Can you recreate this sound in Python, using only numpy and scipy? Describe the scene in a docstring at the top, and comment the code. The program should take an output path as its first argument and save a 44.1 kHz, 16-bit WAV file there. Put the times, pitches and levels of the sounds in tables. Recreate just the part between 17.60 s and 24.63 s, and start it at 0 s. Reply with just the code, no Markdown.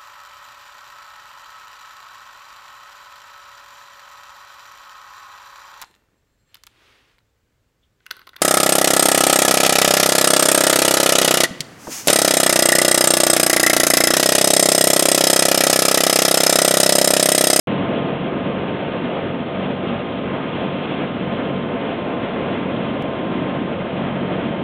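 """The sound opens abruptly on a twin-turbine helicopter idling on an open apron, tens of metres away.
From then on the four-blade main rotor churns the air and its blades swish, the tail rotor's pressure
pulses buzz, the exhausts roar, air rushes through the turbines and the gearboxes whine.
Moving air on the path makes each part swell and fade, and the recorder passes only a narrow band.
At 5.4 s comes one faint dry click, and the idling goes on to the end."""
import sys
import numpy as np
from scipy.fft import rfft, irfft, next_fast_len
from scipy.io import wavfile
from scipy.ndimage import map_coordinates

SR = 44100
rng = np.random.default_rng(int(sys.argv[2]) if len(sys.argv) > 2 else 0)


def put_to_file(sound):
    """Save the sound as 16-bit audio at rate SR, in the file named by the first command-line argument."""
    columns = np.atleast_2d(sound).T  # one column per channel
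    safe = np.clip(columns, -1, 1)
    whole_steps = np.round(safe * 32767)
    wavfile.write(sys.argv[1], SR, whole_steps.astype(np.int16))


N = 310023
MAIN_HZ, TAIL_HZ = 16.64, 47.04  # blade-passing frequencies
SWISH_LAG_S, ROAR_LAG_S, WASH_LAG_S = 0.0035, 0.0076, 0.018  # delays after a main blade passes


def amp(db):
    """Amplitude ratio of a level in dB."""
    return 10 ** (np.asarray(db) / 20)


def unit(x):
    """Normalisation to rms 1."""
    return x / np.sqrt(np.mean(x ** 2) + 1e-20)


def along(points, hz):
    """Interpolation of (f/Hz, value) points on a logarithmic frequency axis."""
    f, values = np.transpose(points)
    return np.interp(np.log(hz + 1), np.log(f + 1), values)


def curve(points):
    """Linear interpolation of (t/s, value) points at every sample."""
    t, values = np.transpose(points)
    return np.interp(np.arange(N) / SR, t, values)


def wobble(rate):
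    """Smooth random fluctuation: a spline through rate Gaussian knots a second."""
    knots = rng.standard_normal(int(N * rate / SR) + 4)
    return map_coordinates(knots, [np.arange(N) * rate / SR])


def filtered(x, response):
    """Linear filtering: the spectrum of x is multiplied by a frequency response."""
    size = next_fast_len(N + SR // 2)
    return irfft(rfft(x, size) * response(np.fft.rfftfreq(size, 1 / SR)), size)[:N]


def turbulence(spectrum, envelope):
    """Flow noise of rms 1: white noise, amplitude-modulated and then shaped by a spectrum."""
    return unit(filtered(envelope * rng.standard_normal(N), lambda hz: amp(along(spectrum, hz))))


def passes(cycles, sharpness):
    """Periodic modulation of zero mean, with one swell for each passing blade."""
    swell = np.exp(sharpness * (np.cos(2 * np.pi * cycles) - 1))
    return swell - swell.mean()


def tones(clock, partials, fade_db, fade_rate):
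    """Superposition of sinusoids (f/Hz, rms level/dB), each fading by itself in the moving air."""
    out = np.zeros(N)
    for hz, db in partials:
        phase = 2 * np.pi * (hz * clock + rng.random())
        out += amp(db) * unit(amp(fade_db * wobble(fade_rate)) * np.sin(phase))
    return out


def drive_train():
    """Common time of the geared shafts: the integral of a governed speed that strays very slightly."""
    return np.cumsum(1 + .0002 * wobble(1.2)) / SR


# steadier tones of gear meshes and shafts: f/Hz, rms level/dB
GEAR_TONES = [(486.5, -43), (1364, -58.5), (1589.4, -57), (1596.1, -57), (2090, -53.5), (2472.5, -56)]
# prominent whines: f/Hz, envelope of (t/s, rms level/dB)
WHINE_TONES = [ (675.6, [(0.1, -42), (0.3, -34.5), (0.65, -40), (1.4, -41.5), (2.0, -39), (2.5, -41),
               (3.35, -43.5), (4.0, -38), (4.45, -42.5), (6.7, -41.5)]), (909.4, [(0.25, -41.5),
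               (0.7, -50.5), (1.3, -40.5), (1.65, -46), (2.5, -49.5), (2.85, -42.5), (3.6, -49.5),
               (4.3, -43), (4.9, -47), (6.8, -42.5)]), (1045, [(0.2, -38.5), (0.7, -44.5), (1.0, -41),
               (1.25, -49.5), (1.8, -47.5), (2.55, -44), (3.05, -41.5), (3.7, -43.5), (4.3, -42.5),
               (5.1, -42), (5.95, -39.5), (6.25, -45)]), (1236.2, [(0.25, -42), (0.9, -48.5), (2.3, -44),
               (3.1, -45.5), (4.0, -50), (4.4, -54.5), (5.2, -51), (6.2, -46.5), (7.0, -52)]),
               (3135, [(0.2, -51), (1.4, -58), (2.1, -54.5), (3.0, -51), (3.95, -49), (4.5, -54.5),
               (5.8, -51), (6.2, -56), (6.45, -50)]), ]


def whine(clock):
    """Periodic forcing in gearboxes and turbines radiates tones; the prominent ones fade and return."""
    prominent = sum(amp(curve(level)) * tones(clock, [(hz, 0)], fade_db=0.6, fade_rate=9)
                    for hz, level in WHINE_TONES)
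    return prominent + tones(clock, GEAR_TONES, fade_db=1.5, fade_rate=7)


# spectral density of the bright hiss: f/Hz, relative level/dB
HISS_SPECTRUM = [(1500, -17), (2100, -13), (2400, -0.5), (2750, 2), (3050, -0.5), (3400, 0.5), (4600, -7)]
# swells of the hiss: t/s, relative level/dB
HISS_SWELLS = [(0.1, -35.5), (0.29, -38.0), (0.38, -35), (0.49, -40), (0.67, -39), (1.27, -38), (1.33, -37),
               (1.57, -38), (1.84, -41.5), (2.04, -36.5), (2.19, -40.5), (2.29, -36.5), (2.46, -39.5),
               (2.54, -37.5), (2.67, -39.5), (2.79, -39.5), (3.02, -36.5), (3.15, -38), (3.35, -35.5),
               (3.54, -39.5), (3.71, -38.0), (4.13, -41), (4.26, -38.0), (4.58, -40), (4.67, -37.5),
               (5.0, -38.5), (5.05, -39.0), (5.29, -37), (5.51, -41), (5.63, -39.5), (5.96, -39.5),
               (6.17, -41.5), (6.34, -38.5), (6.64, -41), (6.76, -38.5), (7.01, -41.5)]
# swish of each main blade in turn: modulation depth, 0-1
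SWISH_DEPTHS = [0.2, 0.06, 0.42, 0.25]


def hiss(clock):
    """Amplitude modulation by four unequal blades makes the hiss swish, with a lilt once a revolution."""
    cycles = MAIN_HZ * (clock - SWISH_LAG_S)
    blade = np.round(cycles).astype(int) % len(SWISH_DEPTHS)
    swish = passes(cycles, sharpness=1.8)
    chop = 1 + np.array(SWISH_DEPTHS)[blade] * (swish - swish.min())
    flutter = amp(0.28 * wobble(26))
    return amp(curve(HISS_SWELLS) + 4) * turbulence(HISS_SPECTRUM, chop * flutter)


# spectral density of the turbine air flow: f/Hz, relative level/dB
RUSH_SPECTRUM = [(200, -28), (700, 1), (1100, 4.5), (1500, 1.5), (1900, -1.5), (2130, 0), (2400, -4.5),
                 (2800, -7), (4000, -31)]
# swells of that flow: t/s, relative level/dB
RUSH_SWELLS = [(0.1, -31.0), (0.21, -31), (0.34, -32.5), (0.81, -33), (1.29, -32.5), (1.35, -31.5),
               (1.46, -32), (1.65, -32), (1.83, -36.5), (2.04, -30.5), (2.15, -35.5), (2.33, -31.5),
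               (2.46, -34.5), (2.6, -34.5), (2.75, -31.5), (3.08, -33), (3.21, -34.5), (3.29, -31),
               (3.4, -30.5), (3.5, -34.5), (3.81, -32.0), (3.92, -33), (4.0, -35), (4.25, -30.5),
               (4.37, -33.5), (4.83, -30.5), (5.01, -31.5), (5.25, -33), (5.64, -33.5), (5.96, -32),
               (6.04, -34), (6.34, -34), (6.47, -31.5), (6.61, -33.0), (6.83, -32), (7.01, -35.5)]


def turbine_rush(clock):
    """Turbulent flow through the turbines gives broadband noise, modulated by wash and tail blades."""
    wash_pulse = passes(MAIN_HZ * (clock - WASH_LAG_S), sharpness=1.5)
    chop = 1 + 0.16 * wash_pulse + 0.11 * passes(TAIL_HZ * clock, sharpness=4)
    flutter = amp(0.32 * wobble(26))
    return amp(curve(RUSH_SWELLS) - 1.66) * turbulence(RUSH_SPECTRUM, chop * flutter)


# harmonics of the tail rotor's thrust pulses: harmonic number, relative level/dB
TAIL_HARMONICS = [(1, -28.5), (2, -21), (3, -8.5), (4, -6), (5, -13), (6, -13.5)]
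# swells of their buzz: t/s, relative level/dB
BUZZ_SWELLS = [(0.1, -25.5), (0.35, -27), (0.8, -31.0), (1.1, -26.5), (1.3, -31.5), (1.92, -31),
               (2.06, -26), (2.21, -33.5), (2.35, -27), (2.48, -36), (2.73, -24.5), (2.85, -35.5),
               (3.12, -27), (3.23, -30.5), (3.63, -28), (3.81, -28.5), (3.96, -25), (4.18, -35.5),
               (4.54, -32), (4.96, -32.5), (5.42, -28), (5.55, -37.5), (5.82, -26), (6.13, -32.5),
               (6.47, -25.5), (6.68, -25), (6.87, -27.5), (7.01, -27.5)]


def tail_rotor(clock):
    """One push for each blade forms a harmonic series, a buzz whose partials stay loosely in phase."""
    lag_s = 0.0012  # from blade passage to push
    jitter_s = 0.00022 * wobble(7)  # the main rotor's wake makes pulses early or late
    cycles = TAIL_HZ * (clock - lag_s + jitter_s)
    buzz = np.zeros(N)
    for harmonic, db in TAIL_HARMONICS:
        phase = 2 * np.pi * harmonic * cycles + 0.5 * wobble(1.5)
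        fade_db = wobble(4.4)
        buzz += amp(db + fade_db) * np.sqrt(2) * np.sin(phase)
    flutter_db = wobble(22)
    return amp(curve(BUZZ_SWELLS) + flutter_db) * buzz


# harmonics of the main rotor's pulses: harmonic number, rms level/dB
MAIN_HARMONICS = [(3, -57.5), (4, -58), (5, -59), (6, -48.5), (9, -45.5), (10, -50), (16, -49), (21, -45)]


def main_rotor(clock):
    """Periodic pressure pulses radiate at multiples of the blade-passing frequency."""
    partials = [(harmonic * MAIN_HZ, db) for harmonic, db in MAIN_HARMONICS]
    return tones(clock, partials, fade_db=2.0, fade_rate=2.3)


# spectral density of the rotor wash: f/Hz, relative level/dB
WASH_SPECTRUM = [(150, -28), (300, -7), (420, 0.5), (560, 2.5), (680, -0.5), (870, -10), (1300, -22),
                 (2500, -29)]
# swells of the wash: t/s, relative level/dB
WASH_SWELLS = [(0.1, -23.5), (0.27, -27.5), (0.41, -23.5), (0.61, -26.5), (0.85, -28.5), (0.939, -25),
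               (1.09, -28.0), (1.39, -26), (1.45, -29.5), (1.54, -23.5), (1.72, -29.5), (1.84, -28.5),
               (1.99, -25.5), (2.37, -27), (2.48, -30.5), (2.81, -27), (2.88, -32), (3.04, -25.5),
               (3.21, -31), (3.33, -26.5), (3.4, -26.5), (3.48, -31), (3.67, -27.5), (3.83, -26),
               (3.98, -29), (4.18, -25.5), (4.38, -28), (4.47, -24.5), (4.59, -27.0), (4.82, -23.5),
               (5.01, -27.5), (5.2, -24.5), (5.26, -28), (5.38, -26), (5.79, -27), (5.87, -28), (6.18, -28),
               (6.37, -27.5), (6.46, -27.0), (6.55, -28), (6.66, -28.5), (6.72, -23.5), (6.83, -28),
               (7.01, -28.5)]


def rotor_wash(clock):
    """Turbulence churned up by the main rotor radiates noise that pulses gently with the blades."""
    chop = 1 + 0.13 * passes(MAIN_HZ * (clock - WASH_LAG_S), sharpness=1.7)
    flutter = amp(0.72 * wobble(32))
    return amp(curve(WASH_SWELLS) - 1.32) * turbulence(WASH_SPECTRUM, chop * flutter)


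# spectral density of the exhaust roar: f/Hz, relative level/dB
ROAR_SPECTRUM = [(20, -37.5), (42, -35), (60, -25.5), (85, -15), (120, -10.5), (165, -5), (225, -1.4),
                 (300, -3.5), (420, -10.5), (600, -24.5), (1200, -52)]
# swells of the roar: t/s, relative level/dB
ROAR_SWELLS = [(0.1, -26), (0.6, -27.5), (0.71, -26.5), (1.26, -29.5), (1.41, -26), (1.56, -31),
               (1.65, -27), (1.85, -31.0), (2.19, -28), (2.46, -29.5), (2.56, -29), (2.67, -30),
               (3.08, -26.5), (3.19, -30.5), (3.4, -27), (3.56, -29.5), (3.711, -28), (3.92, -28),
               (4.07, -30.5), (4.25, -27.5), (4.38, -29.5), (4.55, -27.5), (4.68, -30.5), (4.78, -27.5),
               (4.96, -27.5), (5.54, -28), (5.78, -25), (5.89, -29), (6.0, -26.5), (6.25, -30.0),
               (6.36, -27.5), (6.58, -29.5), (6.84, -26.5), (7.01, -28)]


def exhaust_roar(clock):
    """Turbulent exhaust flow radiates low noise, amplitude-modulated by the blades of both rotors."""
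    main_pulse = passes(MAIN_HZ * (clock - ROAR_LAG_S), sharpness=2.3)
    chop = 1 + 0.21 * main_pulse + 0.06 * passes(TAIL_HZ * clock, sharpness=1.7)
    flutter = amp(0.35 * wobble(30))
    return amp(curve(ROAR_SWELLS) + 1.68) * turbulence(ROAR_SPECTRUM, chop * flutter)


def scene():
    """Superposition of sources on one drive train; eddies on the path modulate all air noise alike."""
    clock = drive_train()
    air = exhaust_roar(clock) + rotor_wash(clock) + turbine_rush(clock) + hiss(clock)
    eddies = amp(0.5 * wobble(28))
    return (eddies * air + tail_rotor(clock) + main_rotor(clock) + whine(clock))[None]


# the recorder's one faint click: t/s, peak level/dB before the final low-pass
CLICK_PEAKS = [(5.4235, -25.5)]


def click():
    """A transient: a sudden step relaxes exponentially with a time constant of 1 ms."""
    out, t = np.zeros(N), np.arange(SR // 20) / SR
    for onset_s, db in CLICK_PEAKS:
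        out[round(onset_s * SR):][:len(t)] += amp(db) * np.exp(-t / .001)
    return out


# the recorder's treble roll-off: f/Hz, gain/dB
TREBLE_RESPONSE = [(3400, 0.5), (3550, -3.5), (3850, -8), (4150, -15), (4350, -23.5), (4600, -44)]


def record(dry):
    """Saturation rounds the peaks and filtering narrows the band; the sound opens abruptly, clicks once."""
    ceiling, band_hz, start_s, top_hz = 0.29, 4716, 0.072, 15850
    rounded = dry[0] / (1 + np.abs(dry[0] / ceiling) ** 6) ** (1 / 6)
    narrow = filtered(rounded, lambda hz: amp(along(TREBLE_RESPONSE, hz)) * (hz < band_hz))
    opened = narrow * (np.arange(N) / SR >= start_s)
    return filtered(opened + click(), lambda hz: 1 / np.sqrt(1 + (hz / top_hz) ** 300))[None]


dry = scene()
out = record(dry)
put_to_file(out)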